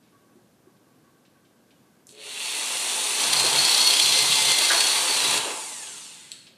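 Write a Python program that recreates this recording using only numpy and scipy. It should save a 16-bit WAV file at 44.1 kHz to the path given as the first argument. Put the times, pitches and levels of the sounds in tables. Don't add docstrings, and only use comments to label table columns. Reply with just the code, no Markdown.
import sys
import numpy as np
from scipy import signal
from scipy.fft import rfft, irfft
from scipy.io import wavfile
from scipy.ndimage import map_coordinates

SR = 44100
rng = np.random.default_rng(int(sys.argv[2]) if len(sys.argv) > 2 else 0)


def log_audio(samples):
    frames = np.atleast_2d(samples).T
    limited = np.clip(frames, -1, 1)
    pcm = np.round(limited * 32767).astype(np.int16)
    wavfile.write(sys.argv[1], SR, pcm)


N = 289737
T = np.arange(N) / SR

MAINS_PULSE_HZ, MOTOR_PER_SAW_TURN = 120, 16
TRIGGER_ON_S, TRIGGER_OFF_S, RELEASE_S = 2.07, 5.368, 0.0069
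TEETH_TOUCH_S, DEEPEST_S, BREAKTHROUGH_S, LIFTED_S = 3.2, 4.3, 5.39, 5.55


def amp(db):
    return 10 ** (np.asarray(db) / 20)


def unit(x):
    return x / np.sqrt(np.mean(x ** 2) + 1e-20)


def curve(rows):
    return np.interp(T, *np.transpose(rows))


def ramp(at_s, edge_s):
    return .5 + .5 * np.tanh((T - at_s) / edge_s)


def between(start_s, end_s, edge_s):
    return ramp(start_s, edge_s) * (1 - ramp(end_s, edge_s))


def at_hz(points, hz):
    f, value = np.transpose(points)
    return np.interp(np.log(hz + 1), np.log(f + 1), value)


def colour(x, points):
    hz = np.fft.rfftfreq(N, 1 / SR)
    rolloff = np.minimum(hz / points[0][0], 1) ** 2 / np.maximum(hz / points[-1][0], 1) ** 2
    return unit(irfft(rfft(x) * amp(at_hz(points, hz)) * rolloff, N))


def ring(x, modes):
    return sum(amp(db) * signal.lfilter(*signal.iirpeak(hz, hz / width_hz, SR), x)
               for hz, width_hz, db in modes)


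def wander(hz):
    knots = rng.standard_normal(4096)
    coarse = map_coordinates(knots, [T[::16] * hz * 2], order=3, mode="wrap")
    return unit(coarse.repeat(16)[:N])


def grains(per_s, spread_db):
    size = amp(spread_db * np.minimum(rng.exponential(1, N), 3)) * rng.choice([-1, 1], N)
    return unit(size * (rng.random(N) < per_s / SR))


def burst(length_s):
    t = np.arange(SR // 4) / SR
    return rng.standard_normal(len(t)) * np.exp(-(t / length_s) ** 2)


def bandpass(x, low_hz, high_hz, order):
    return signal.lfilter(*signal.butter(order, [low_hz, high_hz], "bandpass", fs=SR), x)


def add(mix, at_s, sound):
    part = mix[round(at_s * SR):][:len(sound)]
    part += sound[:len(part)]


# f/Hz, level/dB
ROOM_SPECTRUM = [(18, -39), (30, -37), (118, -2.5), (237, 0.5), (332, -1.5), (369, -5.5), (503, -7),
                 (1040, -15.5), (1120, -13.5), (1410, -18.5), (1570, -14.5), (1790, -20), (2430, -22.5),
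                 (10400, -25.5), (14500, -28.5)]

def room_tone():
    return amp(-60 + .5 * wander(1.6)) * colour(rng.standard_normal(N), ROOM_SPECTRUM)


# f/Hz, T60/s
WORKSHOP_DECAY = [(150, 0.038), (1000, 0.89), (4000, 0.66), (8000, 0.43), (14000, 0.31)]

def workshop(x):
    taps = np.zeros(SR)
    slots = np.arange(200, SR - 20, 20)
    taps[slots + rng.integers(0, 20, len(slots))] = rng.choice([-1., 1.], len(slots))
    hz, t, bands = signal.stft(taps, SR, nperseg=256)
    early = 1 + 1.95 * np.exp(-t / 0.0067)
    decay = amp(-60 * t / at_hz(WORKSHOP_DECAY, hz)[:, None])
    tail = signal.istft(bands * early * decay, SR, nperseg=256)[1]
    return signal.fftconvolve(x, tail / np.linalg.norm(tail))[:N]


# t/s, relative level/dB, length/s
SCRATCHES = [(0.024, -71, .08), (0.765, -70, .012), (1.251, -62.5, 0.018), (1.45, -66, 0.015),
             (1.706, -62.5, 0.015), (6.467, -49.5, 0.013)]

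def scratches():
    out = np.zeros(N)
    for at_s, db, length_s in SCRATCHES:
        add(out, at_s, amp(db + 10) * bandpass(burst(length_s), 2100, 4800, order=2))
    return out


# t/s, relative level/dB
RATTLES = [(0.121, -59.5), (0.279, -66), (.66, -63), (.85, -66), (1.037, -60), (1.35, -61), (1.56, -69),
           (1.849, -69)]
# f/Hz, width/Hz, level/dB
RATTLE_MODES = [(1113, 30, 2), (1547, 31, 1)]

def rattles():
    out = np.zeros(N)
    for at_s, db in RATTLES:
        add(out, at_s, amp(db - 12.5) * unit(ring(burst(0.056), RATTLE_MODES)))
    return out


# t/s, relative level/dB, length/s, low f/Hz, high f/Hz
PIPE_KNOCKS = [(0.352, -54, 0.04, 230, 380), (0.666, -57.5, 0.037, 250, 400),
               (3.439, -28, 0.027, 370, 1150), (3.503, -32, .014, 700, 1200),
               (4.699, -19, .012, 1400, 2000), (4.706, -24.5, .04, 380, 2300), (5.4, -58, .025, 35, 80),
               (5.456, -35.5, 0.057, 330, 660)]

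def knocks():
    out = np.zeros(N)
    for at_s, db, length_s, low_hz, high_hz in PIPE_KNOCKS:
        blow = bandpass(burst(length_s), low_hz, high_hz, order=3)
        bandwidth_gain = np.sqrt(SR / (2 * (high_hz - low_hz)))
        add(out, at_s, amp(db - 0.5) * bandwidth_gain * blow)
    return out


# t/s, level/dB, snap share/1
CLICKS = [(2.0688, -35, .9), (2.092, -33.5, .3), (2.109, -39, .5), (2.124, -39, .5), (2.15, -39, .25),
          (6.3177, -17.3, .04)]
# f/Hz, width/Hz, level/dB
CASE_MODES = [(2620, 290, -5), (3300, 240, 0), (3860, 280, 4), (4320, 180, 11), (5300, 250, -4),
              (5850, 360, -7), (7810, 210, 11), (9000, 540, -7), (10700, 400, -11)]

def clicks():
    out = np.zeros(N)
    blow = signal.unit_impulse(SR // 4) + .08 * burst(.001)
    snap = unit(bandpass(burst(.0025), 5200, 10500, order=3))
    case = unit(bandpass(ring(blow, CASE_MODES), 1800, 11000, order=4))
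    for at_s, db, snap_share in CLICKS:
        tick = (1 - snap_share) * case + snap_share * snap
        add(out, at_s, amp(db) * tick / abs(tick).max())
    return out


# t/s, speed/(turns/s)
LOADED_SPEED = [(3.28, 495), (3.34, 499), (3.44, 494), (3.6, 508), (3.74, 512), (3.89, 510), (3.94, 501),
                (4.0, 500), (4.06, 488), (4.5, 489), (4.88, 518), (5.03, 539), (5.11, 530), (5.15, 513),
                (5.225, 457), (5.26, 457), (5.31, 518), (5.38, 522), (5.44, 490)]

def motor_speed(free_hz=636, spin_up_s=.8, coast_from_s=5.44, coast_s=1.134, drag_s=1.8):
    run_up = free_hz * (1 - np.exp(-np.maximum(T - TRIGGER_ON_S, 0) / spin_up_s))
    run_down = np.expm1((coast_from_s + coast_s - T) / drag_s) / np.expm1(coast_s / drag_s)
    return np.minimum(run_up, curve(LOADED_SPEED)) * np.clip(run_down, 0, 1)


def by_speed(db, exponent, working_hz=500):
    return amp(db) * (motor_speed() / working_hz) ** exponent


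# t/s, edge/s, throttle step/1
SQUEEZES = [(2.219, 0.081, 0.65), (2.396, 0.021, 0.24)]

def driven(db, exponent):
    throttle = sum(step * ramp(at_s, edge_s) for at_s, edge_s, step in SQUEEZES)
    return by_speed(db, exponent) * throttle * np.sqrt(1 - ramp(TRIGGER_OFF_S, RELEASE_S))


def coasting(db, exponent):
    return by_speed(db, exponent) * np.sqrt(ramp(TRIGGER_OFF_S, RELEASE_S))


def motor_pulse(turns):
    depth = 0.06 + 0.83 * (1 - ramp(1.9, 0.2))
    mains = 1 + depth * np.cos(2 * np.pi * MAINS_PULSE_HZ * T)
    return unit(mains * (1 + 0.099 * np.cos(2 * np.pi * turns)))


# f/Hz, level/dB
HISS_DRIVEN = [(4200, -3), (5000, -3), (5900, 1), (7100, 0.5), (7750, 3), (8400, 3), (9100, 3), (9520, 3),
               (9850, -2), (10700, -4.5), (11400, -7.5), (12400, -10.5), (14400, -23)]
# f/Hz, level/dB
HISS_COASTING = [(2940, -21), (5000, -9), (6110, -7), (6860, -3), (9000, -1.5), (12000, -17.5),
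                 (12900, -26), (13800, -38), (14500, -28)]

def brush_hiss(pulse, inrush_s=0.027):
    sparks = grains(9000, 2.9) * pulse
    inrush = amp(-54) * between(TRIGGER_ON_S + inrush_s / 2, TRIGGER_ON_S + 2 * inrush_s, 0.0099)
    powered = (driven(db=-26, exponent=1) + inrush) * colour(sparks, HISS_DRIVEN)
    return powered + coasting(db=-34, exponent=1.24) * colour(sparks, HISS_COASTING)


# f/Hz, width/Hz, level/dB
HOUSING_MODES = [(423, 13, 2.5), (547, 23, -7)]

def mains_hum():
    kicks = np.maximum(np.cos(2 * np.pi * MAINS_PULSE_HZ * T), 0) ** 2 * rng.standard_normal(N)
    starting = ramp(2.13, 0.04) * (1 - ramp(2.43, 0.06))
    return amp(-51) * starting * unit(ring(kicks, HOUSING_MODES))


# f/Hz, level/dB
GEAR_CASE = [(1200, -18), (1600, -10.5), (2050, -2), (2350, -1.5), (2700, 5), (3050, 0.5), (3400, 3.5),
             (3900, 2), (4450, 4), (4850, -15), (5500, -17), (7000, -35)]
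# start t/s, end t/s
PUSHES = [(3.31, 3.715), (4.032, 6), (5.114, 4.8)]

def gear_clatter(pulse, push_db=2):
    clatter = colour(grains(6000, 5.5) * pulse, GEAR_CASE)
    leaning = sum(between(start_s, end_s, 0.058) for start_s, end_s in PUSHES)
    powered = driven(db=-29.5, exponent=0.35) * amp(push_db * leaning)
    return clatter * (powered + coasting(db=-43.5, exponent=0.82))


# t/s, f/Hz
BRUSH_PITCH = [(3.2, 9600), (4, 9570), (4.35, 9320), (4.8, 9660), (5.15, 9280), (5.27, 9740)]

def brush_ring(spread_hz=150):
    phase = 2 * np.pi * np.cumsum(curve(BRUSH_PITCH)) / SR
    band = wander(spread_hz) * np.cos(phase) + wander(spread_hz) * np.sin(phase)
    return driven(db=-35.5, exponent=0.91) * band


def contact(turns, once_db, twice_db, wobble_db):
    angle = 2 * np.pi * turns / MOTOR_PER_SAW_TURN + 0.68 * wander(3)
    return unit(amp(once_db * np.cos(angle) + twice_db * np.cos(2 * angle) + wobble_db * wander(14)))


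# f/Hz, level/dB
PIPE_SPECTRUM = [(40, -52), (90, -93), (135, -54), (200, -9), (320, -3), (540, -4.5), (900, 1.5),
                 (1150, -9), (1350, -4.5), (1800, -9), (2600, -2.5)]
# f/Hz, width/Hz, level/dB
PIPE_MODES = [(426, 16.6, 6.5), (529, 36, 3), (714, 20, 0), (882, 53, 5), (940, 98, -3), (1015, 33, 6.5),
              (1128, 103, 3.5), (1517, 190, -4.5)]
# f/Hz, width/Hz, level/dB
PIPE_COAST_MODES = [(862, 35, 0), (985, 50, -5)]

def pipe(turns, groove_db=-4.5):
    shake = grains(3500, 1.05) * contact(turns, once_db=0.3, twice_db=2.5, wobble_db=1.5)
    body = amp(1) * colour(shake, PIPE_SPECTRUM) + amp(-2.5) * unit(ring(grains(3500, 1.9), PIPE_MODES))
    body = signal.sosfilt(signal.butter(4, 135, "highpass", fs=SR, output="sos"), body)
    running = driven(db=-36.5, exponent=1.25) + coasting(db=-44, exponent=1.8)
    depth = curve([(TEETH_TOUCH_S, 0), (DEEPEST_S, 1), (BREAKTHROUGH_S, .3)])
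    cutting = amp(-34 + groove_db * depth) * between(TEETH_TOUCH_S, LIFTED_S, 0.049)
    ringing = unit(ring(ring(grains(3500, 1), PIPE_COAST_MODES), PIPE_COAST_MODES))
    return np.hypot(running, cutting) * body + coasting(db=-46, exponent=2.4) * ringing


def whine(mesh_cycles, tones, slip_cycles, flutter_db):
    phase = 2 * np.pi * (mesh_cycles + slip_cycles * wander(30))
    return sum(amp(db + flutter_db * wander(19)) * np.sqrt(2) * np.sin(k * phase) for k, db in tones)


# tooth-rate multiple/1, level/dB
SPINDLE_TONES = [(2, -21), (3, -17), (4, -2), (5, -21), (8, -12), (12, -26)]
# t/s, level/dB
SPINDLE_LEVEL = [(2.4, -56), (3.15, -43), (3.26, -37), (3.32, -28), (3.41, -27), (3.49, -34), (3.62, -29.5),
                 (3.8, -30), (3.89, -24.5), (3.97, -29), (4.1, -27.5), (4.4, -32), (4.68, -33),
                 (4.87, -28.5), (5.04, -36), (5.14, -31), (5.26, -30.5), (5.33, -38)]

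def spindle(turns, teeth=34):
    tones = whine(turns * teeth / MOTOR_PER_SAW_TURN, SPINDLE_TONES, slip_cycles=.026, flutter_db=2.6)
    second_squeeze_s = SQUEEZES[-1][0]
    return amp(curve(SPINDLE_LEVEL)) * between(second_squeeze_s, TRIGGER_OFF_S, RELEASE_S) * tones


# t/s, level/dB
FEED = [(3.2, -21), (3.26, -29.5), (3.36, -32), (3.5, -26.5), (3.78, -21.5), (3.83, -24.5), (3.92, -21),
        (3.96, -24), (4.05, -22.5), (4.21, -22), (4.255, -24.5), (4.31, -21), (4.52, -22), (4.55, -29),
        (4.62, -24), (4.9, -26.5), (5.08, -36), (5.15, -30), (5.39, -28)]
# t/s, level/dB, length/s
SNAGS = [(3.198, -27, .014), (3.326, -19.5, .016), (3.36, -22, .025), (3.39, -21, .022), (3.445, -23, .012),
         (3.65, -23, .0073), (3.746, -27, .014), (3.798, -21, .011), (3.866, -21, .014), (3.896, -23, .013),
         (3.93, -20, .011), (3.993, -21, .011), (4.018, -20, .012), (4.061, -22, .018), (4.188, -26, .007),
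         (4.285, -20, .0074), (4.347, -22, .012), (4.485, -24, .0086), (4.582, -19, .012),
         (4.802, -24, .012), (4.84, -26, .05), (5.141, -25, .013), (5.236, -26, .018), (5.336, -25, .0097),
         (5.375, -21, .012)]

def bite():
    force = amp(curve(FEED)) * between(TEETH_TOUCH_S, BREAKTHROUGH_S, 0.0061)
    for at_s, db, length_s in SNAGS:
        half_s = length_s / 2
        jolt = amp(db) * np.exp(-((T - at_s - half_s) / half_s) ** 2)
        force = np.hypot(force, jolt)
    return force


# f/Hz, width/Hz, level/dB
CUP_MODES = [(2084, 30, -5.5), (2410, 60, -12), (2576, 23, -8.5), (2766, 94, -0.5), (2920, 36, -9),
             (3120, 38, -8), (3280, 66, 4.5), (3403, 87, 7), (3800, 28, 5.5), (3970, 74, 6.5),
             (4193, 120, 3.5), (4393, 134, 4), (4400, 50, -10), (4610, 150, -2.5), (4810, 150, -7)]
# f/Hz, level/dB
CHIP_SPECTRUM = [(1500, -55), (3000, 1), (4500, 7), (5300, -9.5), (5850, 6), (6500, -2), (8300, 1.5),
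                 (9500, 1), (11000, -5), (11900, -35), (12800, -1.5), (14300, -53)]

def saw(turns, force, rasp_db=1.5, rasp_hz=70, swell_db=2.5, swell_hz=11):
    rasp = unit(amp(rasp_db * wander(rasp_hz))) * (1 + 0.25 * np.cos(2 * np.pi * turns))
    tearing = force * rasp * contact(turns, once_db=2.2, twice_db=2.4, wobble_db=.6)
    tears = grains(9000, 4.3)
    cup = unit(sum(amp(swell_db * wander(swell_hz)) * ring(tears, [mode]) for mode in CUP_MODES))
    fizz = colour(grains(14000, 1), CHIP_SPECTRUM)
    return tearing * (amp(-1.5) * cup + amp(-2) * fizz)


# start t/s, end t/s, level/dB
BOOM_SPANS = [(3.25, 3.33, -54), (3.34, 3.5, -48), (3.52, 3.66, -48.5), (4.02, 4.145, -49.5),
              (4.195, 4.355, -47.5), (4.395, 4.525, -49.5), (4.95, 5.05, -57), (5.14, 5.19, -55),
              (5.22, 5.41, -51), (5.42, 5.48, -58)]
# f/Hz, level/dB
BOOM_TONES = [(135, -0.5), (178, -5.5)]

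def low_boom():
    level = sum(amp(db) * between(start_s, end_s, 0.018) for start_s, end_s, db in BOOM_SPANS)
    out = np.zeros(N)
    for hz, db in BOOM_TONES:
        phase = 2 * np.pi * hz * T + .7 * wander(12)
        out += amp(db) * unit((1 + .45 * wander(35)) * np.sin(phase) + .5 * wander(35) * np.cos(phase))
    return level * out


# start t/s, end t/s, f/Hz, level/dB
SQUEALS = [(3.62, 3.84, 3262, -32.5), (3.87, 3.96, 3255, -30), (4.08, 4.45, 2080, -38),
           (4.33, 4.42, 3250, -32), (4.45, 4.72, 2088, -34.5), (4.8, 4.92, 3275, -34)]

def squeal():
    out = np.zeros(N)
    for start_s, end_s, hz, db in SQUEALS:
        tone = amp(3 * wander(25) - 1) * np.sin(2 * np.pi * hz * T + .8 * wander(20))
        out += amp(db) * between(start_s, end_s, 0.019) * tone
    return out


# tooth-rate multiple/1, level/dB
PINION_TONES = [(1, -11.5), (1.5, -17), (2, -13), (2.5, -15), (3, -11.5), (3.5, -15), (4, -8.5), (4.2, -14),
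                (5, -9), (6, -14), (7, -12), (8, -16)]
# f/Hz, level/dB
GEAR_RADIATION = [(1000, -25), (1500, -6), (2000, -5), (2600, -9), (3200, -4), (4300, -4), (5500, -4),
                  (6300, -4), (7000, 0), (8200, -1), (9100, 2), (9900, -3), (10800, -8), (11800, -22)]

def pinion(turns, teeth=6):
    tones = whine(turns * teeth, PINION_TONES, slip_cycles=.14, flutter_db=3)
    return coasting(db=-40, exponent=1.3) * colour(tones, GEAR_RADIATION)


# t/s, relative level/dB, length/s
CUP_TAPS = [(5.402, -33, 0.017), (5.44, -38, .02), (5.835, -49, 0.011), (5.87, -42, 0.011),
            (5.921, -54, .012), (5.973, -45, 0.0076), (6.055, -50, .012)]
# f/Hz, width/Hz, level/dB
LOOSE_CUP_MODES = [(2990, 200, -4), (3280, 220, 0), (3870, 360, -2)]

def cup_taps():
    out = np.zeros(N)
    for at_s, db, length_s in CUP_TAPS:
        tap = unit(ring(ring(burst(length_s), LOOSE_CUP_MODES), LOOSE_CUP_MODES))
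        add(out, at_s, amp(db) * np.sqrt(length_s / 0.23) * tap)
    return out


def scene(sway_hz=3.5):
    turns = np.cumsum(motor_speed()) / SR
    pulse = motor_pulse(turns)
    motor = brush_hiss(pulse) + gear_clatter(pulse) + brush_ring() + mains_hum()
    tool = motor + saw(turns, bite()) + pipe(turns) + pinion(turns)
    handling = knocks() + clicks() + scratches() + rattles() + cup_taps()
    singing = spindle(turns) + squeal()
    direct = amp(-1) * (tool + handling) + singing + low_boom()
    singing_echo = workshop(singing)
    sway = 2 * np.pi * sway_hz * T
    tool_echo = sum(workshop(tool * np.cos(sway + offset)) for offset in np.arange(3) * np.pi / 3)
    mono = direct + room_tone() + amp(-8) * (singing_echo + tool_echo) + amp(-3) * workshop(handling)
    return np.array([mono, mono])


def record(dry, cutoff_hz=14550):
    lowpass = signal.firwin(511, cutoff_hz, window=("kaiser", 9), fs=SR)
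    return signal.oaconvolve(dry, lowpass[None], "same")


dry = scene()
out = record(dry)
log_audio(out)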